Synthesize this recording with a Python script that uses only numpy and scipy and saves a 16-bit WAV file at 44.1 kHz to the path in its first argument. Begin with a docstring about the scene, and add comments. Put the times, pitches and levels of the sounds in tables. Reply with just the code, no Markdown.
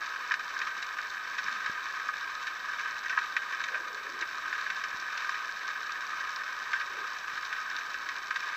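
"""Under the sea over a rocky reef, with the microphone inside a camera's watertight housing.
Snapping shrimp crackle near and far: each snap scatters off the rocks and rings the housing.
Water gurgles softly now and then over the low wash of the sea, and the housing takes a few dull bumps.
Behind it all, the camera's electronics hiss and whine."""
import sys
import numpy as np
from scipy import signal
from scipy.fft import rfft, irfft, next_fast_len
from scipy.io import wavfile
from scipy.ndimage import map_coordinates

SR = 44100
rng = np.random.default_rng(int(sys.argv[2]) if len(sys.argv) > 2 else 0)


def master(y):
    """Save y as 16-bit WAV."""
    cut = np.clip(np.atleast_2d(y).T, -1, 1)
    pcm = np.round(cut * 32767)  # scale
    wavfile.write(sys.argv[1], SR, pcm.astype(np.int16))


N = 377496
SNAP_SAMPLES = 4096
REEF_T60 = 0.055  # seconds for a close snap's echoes to fall 60 dB

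# The loudest snaps, from shrimp near the housing.
# Each row: time in seconds, then relative level, treble and low ring, all in dB.
NEAR_SNAPS = [(0.3112, -25.5, -7, 4), (0.319, -23.5, 4, 4.5), (0.3408, -25.5, 5.5, 0),
              (0.566, -35, -16, -9), (0.617, -28.5, 2, 4), (0.671, -30.5, 5, 11), (0.827, -33, 11, 0),
              (0.9871, -30, -18, 2), (1.3839, -31.5, 5, -9), (1.464, -33.5, -9, -2), (1.662, -27, 3.5, 2),
              (1.9982, -31.5, 1, 6), (2.0887, -27.5, -27, 8.5), (2.47, -32.5, 9.5, -8),
              (2.794, -31.5, 6, -10), (2.8587, -30.5, -2, 2), (3.0593, -31.5, 1, -18), (3.097, -30, 2, -8),
              (3.128, -32, -24, -8), (3.176, -20.5, -14, 9.5), (3.1887, -31, 5, 4),
              (3.3665, -22.5, -0.5, -3), (3.526, -34.5, -4, -2), (3.64, -31.5, 10, -11),
              (3.686, -31, 3, -12), (3.7446, -27.5, -14, 0), (3.7545, -31, -6, -2), (4.2122, -35.5, 14, -8),
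              (4.224, -27.5, -5, -6), (4.529, -28, -7, 4), (4.6638, -30, -6, -3), (4.7023, -30.5, 2, -9),
              (4.8398, -31, 7, 2), (5.246, -31, -23, 5), (5.2931, -29, 4, 8), (6.7334, -25, -3, 1),
              (6.8001, -32, 7, -2), (6.8116, -32, -6, 6), (7.376, -32.5, -5, 4), (7.5282, -30, 6.5, 0),
              (7.943, -31.5, 3, -11), (8.0893, -31.5, 5, -11), (8.309, -28.5, 2, 3.5), (8.3605, -30, 6, -4)]

def near_shrimp(gain_db, treble_db, low_db):
    """Single claw snaps stand out, each with its own path off the rocks and its own colour."""
    track = np.zeros(N)
    attack_s = 0.001817  # each snap has a soft attack, swelling over about 2 ms
    for s, db, own_treble_db, own_low_db in NEAR_SNAPS:
        ring = housing_ring(treble_db + own_treble_db, low_db + own_low_db)
        echo_db = -1 - 2 * rng.standard_normal()  # the rocks' echo changes from place to place
        snap = scattered(snap_power(crack_t60=0.012, echo_db=echo_db, echo_t60=REEF_T60))
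        add(track, s - attack_s, at_level(signal.fftconvolve(snap, ring), db + gain_db))
    return track

def snap_power(crack_t60, echo_db, echo_t60):
    """Power over time of one snap: a brief crack, then its echoes from the rocks."""
    t = np.arange(SNAP_SAMPLES) / SR
    crack = t ** 2 * amp(-60 * t / crack_t60) ** 2  # a soft attack, then a fast decay
    echoes = t * amp(-60 * t / echo_t60) ** 2
    return crack / crack.sum() + amp(echo_db) ** 2 * echoes / echoes.sum()

def scattered(power):
    """Sound that comes by many paths is noise with the given power over time."""
    return np.sqrt(np.abs(power)) * rng.standard_normal(len(power))

# Resonances of the housing around the microphone.
# Each row: centre in Hz, width in Hz, relative level in dB.
HOUSING_MODES = [(978.5, 45, -12), (1083, 165, -8), (1245.6, 103, -2), (1363, 23, -12.5),
                 (1563, 153, -0.06), (1699, 222, -3.5), (1888, 108, -8.5), (2204, 213, -12.5),
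                 (2400, 267, -12.5), (2628, 210, -16), (3034, 320, -19), (3750, 700, -20), (4570, 530, -27),
                 (5356, 810, -26.5), (6046, 575, -29), (6840, 1040, -37.5)]

def housing_ring(treble_db, low_db):
    """The housing rings after one click; the click's colour tilts the low and high ends."""
    hz = np.fft.rfftfreq(SNAP_SAMPLES, 1 / SR)
    power = sum(amp(db) ** 2 / (1 + (2 * (hz - centre) / width) ** 2) ** 2
                for centre, width, db in HOUSING_MODES)
    colour_db = along([(600, 0), (900, low_db), (1200, low_db), (1550, 0), (1900, 0),
                       (2700, treble_db / 4 - 1), (4200, treble_db)], hz)
    wall_db = along([(7400, -2.5), (8200, -4), (8900, -20), (11000, -13.5)], hz)  # the wall dulls treble
    cepstrum = irfft(np.log(np.sqrt(power) * amp(colour_db + wall_db) + 1e-7))
    causal = np.r_[cepstrum[0], 2 * cepstrum[1:SNAP_SAMPLES // 2]]  # no ring before the click
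    return irfft(np.exp(rfft(causal, SNAP_SAMPLES)))

# The clearest ticks of small shrimp close by.
# Each row: start in seconds, relative level in dB, pitch in Hz.
CLOSE_TICKS = [(0.5897, -42, 5500), (1.4405, -43, 5170), (4.611, -44, 5030), (5.177, -38.5, 3600),
               (5.678, -43, 4500), (5.92, -43, 5550), (6.36, -39, 4270), (7.7643, -38.5, 4000),
               (8.163, -43, 3840)]

def small_shrimp(gain_db, width_octaves):
    """Tiny claws give thin, dry ticks, each around its own pitch."""
    track, hz = np.zeros(N), np.fft.rfftfreq(SNAP_SAMPLES, 1 / SR)
    wall = rfft(housing_ring(treble_db=7.5, low_db=-10))
    for s, db, pitch_hz in CLOSE_TICKS:
        snap = scattered(snap_power(crack_t60=0.0082, echo_db=-11, echo_t60=REEF_T60))
        band = np.exp(-(np.log2((hz + 1) / pitch_hz) / width_octaves) ** 2)
        tick = irfft(rfft(snap) * band * wall)[:SNAP_SAMPLES // 2]
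        add(track, s, at_level(tick, db + gain_db))
    return track

# The colony farther out on the reef. Each row: time in seconds, relative level in dB.
COLONY_LEVEL = [(0.0, -38), (0.48, -37.5), (0.76, -38.5), (1.29, -38), (1.64, -36), (1.88, -37.5),
                (2.86, -38.5), (2.95, -37.5), (3.19, -37.5), (4.15, -39), (4.62, -37), (7.08, -37.5),
                (7.37, -36.5), (8.1, -39.5), (8.56, -38)]

def colony(far_db, mid_db, small_db, stray_db):
    """Far snaps merge into a sizzle, closer ones crackle, small shrimp tick and stray ticks poke out."""
    level_db = np.interp(np.arange(N) / SR, *np.transpose(COLONY_LEVEL))
    level_db += 0.83 * wobble(per_s=8)  # activity comes and goes by chance
    far = crackle(per_s=1300, spread_db=1.5, crack_t60=0.0027, echo_db=3.5, treble_db=3.5, low_db=3)
    mid = crackle(per_s=110, spread_db=2.5, crack_t60=0.012, echo_db=-4, treble_db=0, low_db=-1)
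    small = crackle(per_s=110, spread_db=10, crack_t60=0.0037, echo_db=-5, treble_db=19.5, low_db=-11)
    stray = crackle(per_s=10, spread_db=4, crack_t60=0.0041, echo_db=-7.5, treble_db=18.5, low_db=-7)
    distant = amp(level_db) * (amp(far_db) * far + amp(mid_db) * mid)
    return distant + amp(small_db) * small + amp(stray_db) * stray

def crackle(per_s, spread_db, crack_t60, echo_db, treble_db, low_db):
    """Snaps at random times ring the housing; their sum has rms 1."""
    fired = rng.random(N) < per_s / SR
    sizes = amp(spread_db * np.minimum(rng.standard_normal(N), 1))  # none of them is very near
    power = signal.oaconvolve(fired * sizes ** 2, snap_power(crack_t60, echo_db, echo_t60=0.097))[:N]
    return unit(signal.oaconvolve(scattered(power), housing_ring(treble_db, low_db))[:N])

# Dull bumps on the housing itself. Each row: middle in seconds, relative peak in dB, pitch in Hz.
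HOUSING_BUMPS = [(1.6982, -42, 220), (3.11, -57, 172), (4.9464, -50, 190), (7.335, -55, 160)]

def bumps(gain_db):
    """A bump pushes the housing once to and fro, with no ring."""
    track, t = np.zeros(N), np.arange(N) / SR
    for s, db, hz in HOUSING_BUMPS:
        phase = 2 * np.pi * hz * (t - s)
        track += amp(db + gain_db) * phase * np.exp((1 - phase ** 2) / 2)
    return track

# Water stirring right at the housing.
# Each row: middle in seconds, relative level in dB, pitch in Hz, length in seconds.
WATER_STIRS = [(1.499, -61.5, 218, 0.13), (3.767, -51, 518, 0.1), (3.961, -54.5, 469, 0.27),
               (4.153, -54, 377, .17), (4.421, -62.5, 367, 0.26), (6.982, -54.5, 437, 0.14)]

def gurgles(gain_db, ring_cycles, pitch_spread, bubbles):
    """Each stir of the water is a cluster of short, rising bubble notes."""
    track, t = np.zeros(N), np.arange(SNAP_SAMPLES) / SR
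    for s, db, pitch_hz, length in WATER_STIRS:
        cluster = np.zeros(N)
        for place, detune in zip(np.linspace(-.5, .5, bubbles), rng.standard_normal(bubbles)):
            hz = pitch_hz * np.exp(pitch_spread * detune)
            age = t * hz / ring_cycles
            rise = 1 + 0.035 * np.minimum(age, 4)
            note = age * np.exp(-2 * age) * np.sin(2 * np.pi * hz * t * rise)
            add(cluster, s - .008 + length * (place + rng.normal(0, 0.1)), note)
        track += amp(db + gain_db) * unit(cluster) * np.sqrt(length * SR / N)
    return track

# The sea all around the housing. Each row: frequency in Hz, relative level in dB.
SEA_SPECTRUM = [(10, -14), (29, -6.5), (42, -11), (60, -8.5), (85, -13), (120, -13.5), (230, -7.5),
                (310, -6), (400, -3.5), (800, -1), (1100, -6.5), (2500, -61)]

def sea_wash(level_db):
    """The sea gives a low, steady wash of noise."""
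    return amp(level_db) * noise(SEA_SPECTRUM)

# Hiss from the camera itself. Each row: frequency in Hz, relative level in dB.
HISS_SPECTRUM = [(8900, -49.5), (9500, -15.5), (10900, -7), (13000, -2), (15200, 1), (16000, -39)]

def electronics(hiss_db, whine_db, whine_hz):
    """The camera's circuits add a high hiss and a thin, steady whine."""
    whine = np.sqrt(2) * np.sin(2 * np.pi * whine_hz * np.arange(N) / SR)
    return amp(hiss_db) * noise(HISS_SPECTRUM) + amp(whine_db) * whine

def amp(db):
    """Decibels to gain."""
    return 10 ** (np.asarray(db) / 20)

def unit(x):
    """Scale to rms 1."""
    return x / np.sqrt(np.mean(x ** 2) + 1e-20)

def at_level(sound, db):
    """Scale a snap so that its first 8 ms have this rms level."""
    head = sound[:round(.008 * SR)]
    return amp(db) * sound / np.sqrt(np.mean(head ** 2))

def along(points, hz):
    """Read (Hz, value) points on a log axis."""
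    point_hz, values = np.transpose(points)
    return np.interp(np.log(hz + 1), np.log(point_hz + 1), values)

def filtered(x, response):
    """Filter x by a gain that depends on frequency."""
    size = next_fast_len(N + SR // 4)
    return irfft(rfft(x, size) * response(np.fft.rfftfreq(size, 1 / SR)), size)[:N]

def noise(spectrum):
    """Noise of rms 1 with the given colour."""
    return unit(filtered(rng.standard_normal(N), lambda hz: amp(along(spectrum, hz))))

def wobble(per_s):
    """A smooth random curve with per_s knots a second."""
    knots = rng.standard_normal(int(N * per_s / SR) + 4)
    return map_coordinates(knots, [np.arange(N) * per_s / SR])

def add(track, s, sound):
    """Mix a sound into the track from s seconds on."""
    start = int(np.clip(round(s * SR), 0, N))
    track[start:start + len(sound)] += sound[:N - start]

def scene():
    """Shrimp over the low wash of the sea, with the camera's own small noises."""
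    shrimp = near_shrimp(gain_db=-0.62, treble_db=-3.5, low_db=-6.5)
    shrimp += small_shrimp(gain_db=0.5, width_octaves=0.87)
    shrimp += colony(far_db=-1.5, mid_db=-3, small_db=-53.5, stray_db=-58.5)
    water = sea_wash(level_db=-58) + gurgles(gain_db=-2.2, ring_cycles=4.1, pitch_spread=0.163, bubbles=48)
    camera = bumps(gain_db=2.5) + electronics(hiss_db=-69.5, whine_db=-72.5, whine_hz=7867)
    return (shrimp + water + camera)[None]

def record(dry):
    """The camera takes one channel and keeps nothing above its band limit."""
    return filtered(dry[0], lambda hz: hz < 15350)[None]

dry = scene()
out = record(dry)
master(out)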